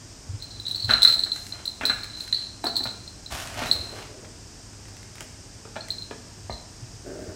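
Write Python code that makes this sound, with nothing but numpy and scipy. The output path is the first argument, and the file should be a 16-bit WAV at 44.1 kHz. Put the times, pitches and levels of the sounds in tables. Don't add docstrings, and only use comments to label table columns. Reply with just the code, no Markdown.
import sys
import numpy as np
from scipy import signal
from scipy.fft import rfft, irfft, next_fast_len
from scipy.io import wavfile
from scipy.ndimage import uniform_filter1d

SR = 44100
rng = np.random.default_rng(int(sys.argv[2]) if len(sys.argv) > 2 else 0)


def dump_mix(stems):
    frames = np.atleast_2d(stems).T
    limited = np.clip(frames, -1, 1)
    pcm = np.round(limited * 32767).astype(np.int16)
    wavfile.write(sys.argv[1], SR, pcm)


N = 324399

# (frequency [Hz], relative density [dB])
AIR_SPECTRUM = [(13, -36), (22, -6), (48, -2.5), (74, -3.5), (108, -1.5), (153, -9), (287, -10),
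                (464, -16.5), (506, -20), (629, -17.5), (1260, -23.5), (1710, -22.5), (2130, -26.5),
                (2530, -25), (4000, -27.5), (5200, -56), (8800, -120)]
# (frequency [Hz], relative density [dB])
HISS_SPECTRUM = [(3000, -34), (4200, -8.5), (4700, -0.5), (5200, 2), (5600, 0.5), (7000, -2.5), (8700, -5),
                 (9400, -15), (10300, -22.5), (13300, -23), (15800, -40)]
AIR_RMS_DB, HISS_RMS_DB = -46.5, -49.5
HUM_HZ, HUM_RMS_DB = 102.5, -52.5

# (frequency [Hz], t60 [s])
ROOM_T60 = [(150, 0.71), (800, 0.62), (2000, 0.71), (4100, 0.54), (8000, 0.84), (15000, 0.45)]
# (delay [s], level [dB])
ECHOES = [(.0031, -7), (.0094, -42), (0.011, -5.5), (0.0183, -6.5), (.0205, -13.5)]

# (time [s], level [dB], frequency [Hz])
THUDS = [(0.287, -24, 94), (.33, -25, 103), (0.838, -25, 101), (.873, -24, 110), (2.854, -33.5, 115),
         (3.333, -36.5, 78.5), (3.743, -33, 77), (3.788, -28.5, 76.4), (6.434, -33, 86), (6.495, -34, 91),
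         (6.518, -31, 56), (6.819, -29.5, 117), (7.272, -31, 92)]
# (start [s], length [s], level [dB])
RUBS = [(3.686, 0.11, -44.5), (3.9, 0.036, -44), (4.077, 0.16, -49), (7.036, 0.073, -37.5),
        (7.127, 0.037, -47), (7.19, 0.1, -40)]
# (frequency [Hz], gain [dB])
RUB_SPECTRUM = [(90, -28), (160, -6), (300, -0.5), (430, 5.5), (520, -3.5), (630, -0.5), (760, -13),
                (950, -24), (1600, -16), (3500, -43)]
# (start [s], length [s], level [dB], gain above 5 kHz [dB])
SLIDES = [(0.882, 0.039, -28.5, -9), (1.015, 0.043, -39, -2), (1.304, 0.19, -60, 18.5),
          (1.513, 0.089, -47, -18), (2.16, 0.081, -55, 13.5), (3.298, .11, -35, 1.5),
          (3.441, 0.11, -41, -2.5), (3.555, 0.083, -32.5, -5.5), (3.647, 0.036, -43, 6),
          (3.736, 0.23, -47.5, -0.5), (3.963, 0.066, -43, -7)]
# (frequency [Hz], gain [dB])
SLIDE_SPECTRUM = [(100, -0.5), (250, -8), (500, -10.5), (680, 1.5), (900, -4.5), (1150, -5), (1800, -7),
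                  (2800, -7), (3900, -11), (6500, -13), (11000, -21), (15000, -26), (16000, -31)]
STROKE_RISE_S, STROKE_FADE_S = 0.025, 0.033
# (time [s], level [dB])
TICKS = [(1.3616, -24.5), (1.4668, -28), (2.043, -29), (2.204, -33.5), (2.2773, -32.5), (2.3259, -28.5),
         (3.473, -25), (3.5426, -28), (4.7325, -41), (4.855, -35), (4.8843, -34), (4.968, -35.5),
         (5.0293, -38), (5.1552, -34), (5.1822, -32.5), (5.2068, -25), (5.885, -29.5)]
# (frequency [Hz], gain [dB])
TICK_SPECTRUM = [(150, -5), (500, -9), (1200, 1), (1900, 9.5), (3500, -1.5), (8000, -0.5), (12000, -12.5),
                 (16000, -20)]

# (time [s], level [dB], claw share before its cap [dB])
KNOCKS = [(.893, -13.5, -1.5), (.9, -7.5, 0), (0.907, -14, 9), (.932, -17, 4), (1.048, -19, -0.5),
          (1.162, -29, -26), (1.263, -24.5, -0.5), (1.811, -14.5, -1.5), (1.835, -17, -2.5),
          (1.898, -11, -1.5), (2.641, -14.5, -21), (2.666, -16.5, -11.5), (2.806, -25.5, -11.5),
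          (2.855, -18, -7.5), (3.619, -16.5, -7), (3.936, -27, -15), (4.247, -29.5, -4), (5.213, -31.5, -7),
          (5.653, -29, -11), (5.758, -26.5, -2.5), (5.764, -18.5, -6.5), (6.11, -21, -8.5),
          (6.497, -15.5, -18)]
# (frequency [Hz], level [dB], t60 [s])
BOARD_MODES = [(241, -9.5, 0.038), (320, -21, 0.013), (442, -9, 0.027), (661, -4, 0.023),
               (762, -3.5, 0.012), (960, -8, 0.01), (1255, -4.5, 0.0058)]
# (frequency [Hz], level [dB], t60 [s])
CLAW_MODES = [(1396, -0.5, 0.029), (1600, -6.5, 0.017), (1710, 2, 0.023), (1970, -4, 0.015),
              (2400, -10, 0.0043), (2400, -5, 0.011), (2920, -21, 0.0014), (3530, 7, 0.0024),
              (5500, -4, 0.0014)]
# (frequency [Hz], gain [dB])
CLATTER_SPECTRUM = [(200, -22), (600, -10), (1100, 2), (2300, 2), (3300, -9), (5000, -23), (12000, -32)]
SCUFF_S, SCUFF_DOUBLES_DB, REFERENCE_KNOCK_DB = 0.011, 37, -23.5

# (time [s], level [dB], pitch [Hz], upper modes re main [dB])
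STRIKES = [(.423, -26, 4170, -15), (.512, -36, 4390, -24), (0.599, -26.5, 4040, -15),
           (.653, -27.5, 3910, -27), (0.6651, -21, 3990, -21), (0.6812, -19.5, 4140, -14),
           (.711, -18, 3990, -15), (0.7465, -18.5, 4120, -22), (0.7575, -20, 4380, -14),
           (0.801, -23.5, 4360, -16), (.824, -21.5, 4360, -18), (0.8452, -17, 4250, -19),
           (0.9082, -8, 4040, -19.5), (0.936, -6, 4114, -28), (1.02, -7.5, 4020, -13),
           (1.03, -2.5, 4095, -14.5), (1.0382, -19, 4040, -19), (1.0493, -0.5, 4047, -26),
           (1.0751, -4.5, 4200, -21), (1.08, -7.5, 4106, -22), (1.1285, -18, 4100, -18),
           (1.139, -17, 4110, -11), (1.1923, -11, 4126, -23), (1.236, -10, 4157, -21.5),
           (1.318, -12.5, 4120, -23), (1.5227, -24, 4110, -31), (1.655, -20.5, 4105, -10.5),
           (1.677, -16, 4130, -22), (1.853, -10, 4126, -11.5), (1.865, -17, 4054, -34),
           (1.897, -11.5, 4066, -30), (2.033, -23.5, 4230, -14), (2.2065, -21, 4160, -17),
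           (2.3263, -11.5, 4065, -27), (2.3446, -14.5, 4304, -26), (2.6413, -24, 4110, -7),
           (2.667, -14.5, 4340, -17), (2.756, -18, 4340, -19), (2.7659, -11, 4210, -14),
           (2.7743, -17, 4210, -17), (2.8374, -20, 4370, -10.5), (3.0768, -28.5, 4170, -18),
           (3.2614, -28.5, 4076, -18), (3.668, -28, 3920, -11), (3.713, -4.5, 4150, -19.5),
           (3.728, -17.5, 4200, -11.5), (3.809, -28, 4090, -34), (5.807, -29, 4270, -32),
           (5.904, -16, 4170, -18), (5.9835, -27.5, 4160, -20), (6.022, -25.5, 4110, -21),
           (6.5044, -34, 4140, -18), (6.5242, -29.5, 4130, -18)]
# (frequency at mean pitch [Hz], level [dB], ring factor [1])
SHELL_MODES = [(4080, 0, 1.0), (4290, -14, 1.3)]
# (frequency [Hz], level [dB], t60 [s])
OVERTONE_MODES = [(7880, 16, 0.048), (8630, -17, 0.13)]
# (frequency [Hz], gain [dB])
SPRAY_SPECTRUM = [(1000, -3), (3000, -14), (5100, 6), (6500, -4), (8600, 0), (9600, -1), (10500, 1.5),
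                  (10900, -17), (11800, -3), (13150, -29), (13500, 3), (15200, -5), (15900, 4)]
# (frequency [Hz], level re strike [dB], t60 [s])
FREE_MODES = [(4170, -33.5, 0.78), (9100, -56, 1.1)]
# (start [s], length [s], level [dB])
SHAKES = [(0.385, 0.2, -44), (0.653, 0.47, -35), (0.874, 0.06, -30.5), (1.02, 0.11, -27), (1.2, .14, -43),
          (1.841, 0.069, -31.5), (2.02, .28, -41.5), (2.323, .11, -34), (2.635, 0.033, -27.5),
          (2.756, 0.11, -30.5), (3.61, .1, -40), (5.75, 0.17, -54), (6.5, 0.036, -43)]
SPIN_UP_S, SETTLE_S = 0.011, 0.048
RING_T60_S, SWELL_S, SWELL_HALVES_DB, REFERENCE_UPPER_DB = 0.026, 0.00096, 20, -21.5
BAND_LIMIT_HZ = 15900


def amp(db):
    return 10 ** (np.asarray(db) / 20)


def unit(x):
    return x / np.sqrt(np.mean(x ** 2) + 1e-20)


def crest(x):
    return x / (abs(x).max() + 1e-20)


def read(points, hz):
    f, value = np.transpose(points)
    return np.interp(np.log(hz + 1), np.log(f + 1), value)


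def colour(x, points):
    size = next_fast_len(len(x))
    gain = amp(read(points, np.fft.rfftfreq(size, 1 / SR)))
    return irfft(rfft(x, size) * gain, size)[:len(x)]


def add(mix, time_s, sound):
    part = mix[max(round(time_s * SR), 0):][:len(sound)]
    part += sound[:len(part)]


def seconds(size):
    return np.arange(size) / SR


def ring(modes, t, scatter_db):
    out = np.zeros(len(t))
    for hz, db, t60_s in modes:
        sign = rng.choice([-1, 1])
        level_db = db + scatter_db * rng.standard_normal()
        out += sign * amp(level_db - 60 * t / t60_s) * np.sin(2 * np.pi * hz * t)
    return out


def grains(size, per_s, spread_db):
    strength = amp(spread_db * np.minimum(rng.exponential(1, size), 4))
    return rng.choice([-1, 1], size) * strength * (rng.random(size) < per_s / SR)


def gesture(start_s, length_s, rise_s, fade_s):
    t = seconds(N) - start_s
    return np.clip(t / rise_s, 0, 1) * np.exp(-np.maximum(t - length_s, 0) / fade_s)


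def tail(build_s=0.0034):
    hz, t, bands = signal.stft(rng.standard_normal(2 ** 15), SR, nperseg=256)
    decay = amp(-60 * t / read(ROOM_T60, hz)[:, None])
    wash = signal.istft(bands * decay, SR, nperseg=256)[1]
    wash *= 1 - np.exp(-(seconds(len(wash)) / build_s) ** 2)
    return wash / np.linalg.norm(wash)


def room(x, wet_db, echo_db):
    out = x.copy()
    for place in range(4):
        response = amp(wet_db) * tail()
        for delay_s, db in ECHOES:
            add(response, delay_s + .0005 * rng.uniform(-1, 1), amp([db + echo_db]))
        here = np.maximum(np.cos(2 * np.pi * (2 * seconds(N) - place / 4)), 0)
        out += signal.oaconvolve(x * here, response)[:N]
    return out


def waver():
    t = seconds(N)
    return unit(sum(np.sin(2 * np.pi * (hz * t + rng.random())) / np.sqrt(hz)
                    for hz in np.geomspace(.5, 7, num=16)))


def background():
    air = amp(AIR_RMS_DB) * unit(colour(rng.standard_normal(N), AIR_SPECTRUM))
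    hiss = amp(HISS_RMS_DB) * unit(colour(rng.standard_normal(N), HISS_SPECTRUM))
    swing, drift = waver(), waver()
    hum = unit((1 + .25 * swing) * np.sin(2 * np.pi * HUM_HZ * seconds(N) + .4 * drift))
    return air + hiss + amp(HUM_RMS_DB) * hum


def thuds(trim_db=-2, swell_s=.014):
    out, t = np.zeros(N), seconds(size=8000)
    push = crest((t / swell_s) ** 2 * np.exp(-2 * t / swell_s))
    for time_s, db, hz in THUDS:
        add(out, time_s, amp(db + trim_db) * push * np.sin(2 * np.pi * hz * t))
    return out


def rubs(trim_db=-2, fade_s=0.071):
    grumble = unit(colour(grains(N, per_s=500, spread_db=0.5), RUB_SPECTRUM))
    return grumble * sum(amp(trim_db + db) * gesture(start_s, length_s, STROKE_RISE_S, fade_s)
                         for start_s, length_s, db in RUBS)


def slides(trim_db=-1, catch_db=2.0):
    catches = amp(catch_db * unit(uniform_filter1d(rng.standard_normal(N), size=350)))
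    slips = unit(grains(N, per_s=2200, spread_db=3.6)) + .5 * rng.standard_normal(N)
    rasp = unit(colour(catches * slips, SLIDE_SPECTRUM))
    high_pass = signal.butter(2, 5000, "high", fs=SR, output="sos")
    edge = signal.sosfiltfilt(high_pass, rasp)
    out = np.zeros(N)
    for start_s, length_s, db, edge_db in SLIDES:
        stroke = amp(trim_db + db) * gesture(start_s, length_s, STROKE_RISE_S, STROKE_FADE_S)
        out += stroke * (rasp - edge + amp(edge_db) * edge)
    return out


def ticks(trim_db=1, decay_s=0.0024):
    out, t = np.zeros(N), seconds(size=1024)
    for time_s, db in TICKS:
        snap = rng.standard_normal(len(t)) * np.exp(-t / decay_s)
        add(out, time_s, amp(db + trim_db) * crest(colour(snap, TICK_SPECTRUM)))
    return out


def paws(wood_db=-4, claw_db=-2.0, scuff_db=-15, clatter_db=-5):
    out, t = np.zeros(N), seconds(size=5000)
    for time_s, db, claw_share_db in KNOCKS:
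        skid_s = SCUFF_S * 2 ** ((db - REFERENCE_KNOCK_DB) / SCUFF_DOUBLES_DB)
        slips = grains(len(t), per_s=2400, spread_db=2.5) * np.exp(-t / skid_s)
        force = amp(scuff_db) * slips + (t == 0)
        wood = crest(signal.fftconvolve(force, ring(BOARD_MODES, t, scatter_db=1.5)))
        claw = crest(signal.fftconvolve(force, ring(CLAW_MODES, t, scatter_db=1.5)))
        clatter = crest(colour(np.pad(slips, 64), CLATTER_SPECTRUM))
        add(claw, 0, amp(clatter_db) * clatter)
        share = min(amp(claw_share_db), .92)
        wood_gain = amp(wood_db) * np.sqrt(1 - share ** 2)
        claw_gain = amp(claw_db) * share
        add(out, time_s, amp(db) * (wood_gain * wood + claw_gain * claw))
    return out


def afterglow():
    kicks, t = np.zeros(N), seconds(size=30000)
    for time_s, db, *_ in STRIKES:
        add(kicks, time_s, amp([db]) * rng.choice([-1, 1]))
    return signal.oaconvolve(kicks, ring(FREE_MODES, t, scatter_db=3))[:N]


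def rolling(trim_db=-4.0, ring_t60_s=0.043, spray_db=-20, spray_growth=1.6, brisk_db=-30, detune=.022):
    t = seconds(size=4096)
    all_taps, shell = np.zeros(N), np.zeros(N)
    for lean in np.linspace(-1, 1, num=5):
        taps = grains(N, per_s=65, spread_db=2.5)
        modes = [(hz * (1 + detune * lean), db, ring_t60_s * longer) for hz, db, longer in SHELL_MODES]
        shell += signal.oaconvolve(taps, ring(modes, t, scatter_db=4.5))[:N]
        all_taps += taps
    shell = unit(shell)
    burst = rng.standard_normal(len(t)) * np.exp(-t / 0.006)
    spray = unit(colour(signal.oaconvolve(all_taps, burst)[:N], SPRAY_SPECTRUM))
    speed = sum(amp(db) * gesture(start_s, length_s, SPIN_UP_S, SETTLE_S)
                for start_s, length_s, db in SHAKES)
    spray_gain = amp(spray_db) * (speed / amp(brisk_db)) ** spray_growth
    return amp(trim_db) * speed * (shell + spray_gain * spray)


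def strikes(trim_db=0, upper_db=1, overtone_db=-6, spray_db=-1.8, spray_growth=0.34,
            spray_decay_s=0.011, sag=0.12, contact_s=0.00058):
    out, t = np.zeros(N), seconds(size=4096)
    loaded_t = t - sag * contact_s * (1 - np.exp(-t / contact_s))
    decay_db = -60 * t / RING_T60_S
    for time_s, db, pitch_hz, bright_db in STRIKES:
        pitched_t = loaded_t * pitch_hz / SHELL_MODES[0][0]
        hardness_db = bright_db - REFERENCE_UPPER_DB
        swell = 1 - np.exp(-(t / SWELL_S * 2 ** (hardness_db / SWELL_HALVES_DB)) ** 2)
        modes = sum(amp(mode_db + decay_db / longer) * np.sin(2 * np.pi * hz * pitched_t)
                    for hz, mode_db, longer in SHELL_MODES)
        shell = crest(swell * modes)
        burst = rng.standard_normal(len(t)) * np.exp(-t / spray_decay_s) * swell
        spray = unit(colour(burst, SPRAY_SPECTRUM))
        overtones = unit(swell * ring(OVERTONE_MODES, t, scatter_db=17))
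        upper = amp(spray_db + spray_growth * hardness_db) * spray + amp(overtone_db) * overtones
        upper_gain = amp(bright_db + upper_db) * shell.std()
        add(out, time_s, amp(db + trim_db) * (shell + upper_gain * upper))
    return out


def scene():
    floor = room(paws() + ticks() + slides() + rubs(), wet_db=-4.0, echo_db=-7.0)
    bell = room(strikes() + afterglow() + rolling(), wet_db=-6.5, echo_db=-7.0)
    return (background() + thuds() + floor + bell)[None]


def record(dry):
    thinned = signal.sosfilt(signal.butter(4, 30, "high", fs=SR, output="sos"), dry)
    clean = np.clip(thinned, -.7, .7)
    rounded = clean + .22 * np.tanh((thinned - clean) / .22)
    low_pass = signal.firwin(511, BAND_LIMIT_HZ, window=("kaiser", 9), fs=SR)
    return signal.oaconvolve(rounded, low_pass[None], "same")


dry = scene()
out = record(dry)
dump_mix(out)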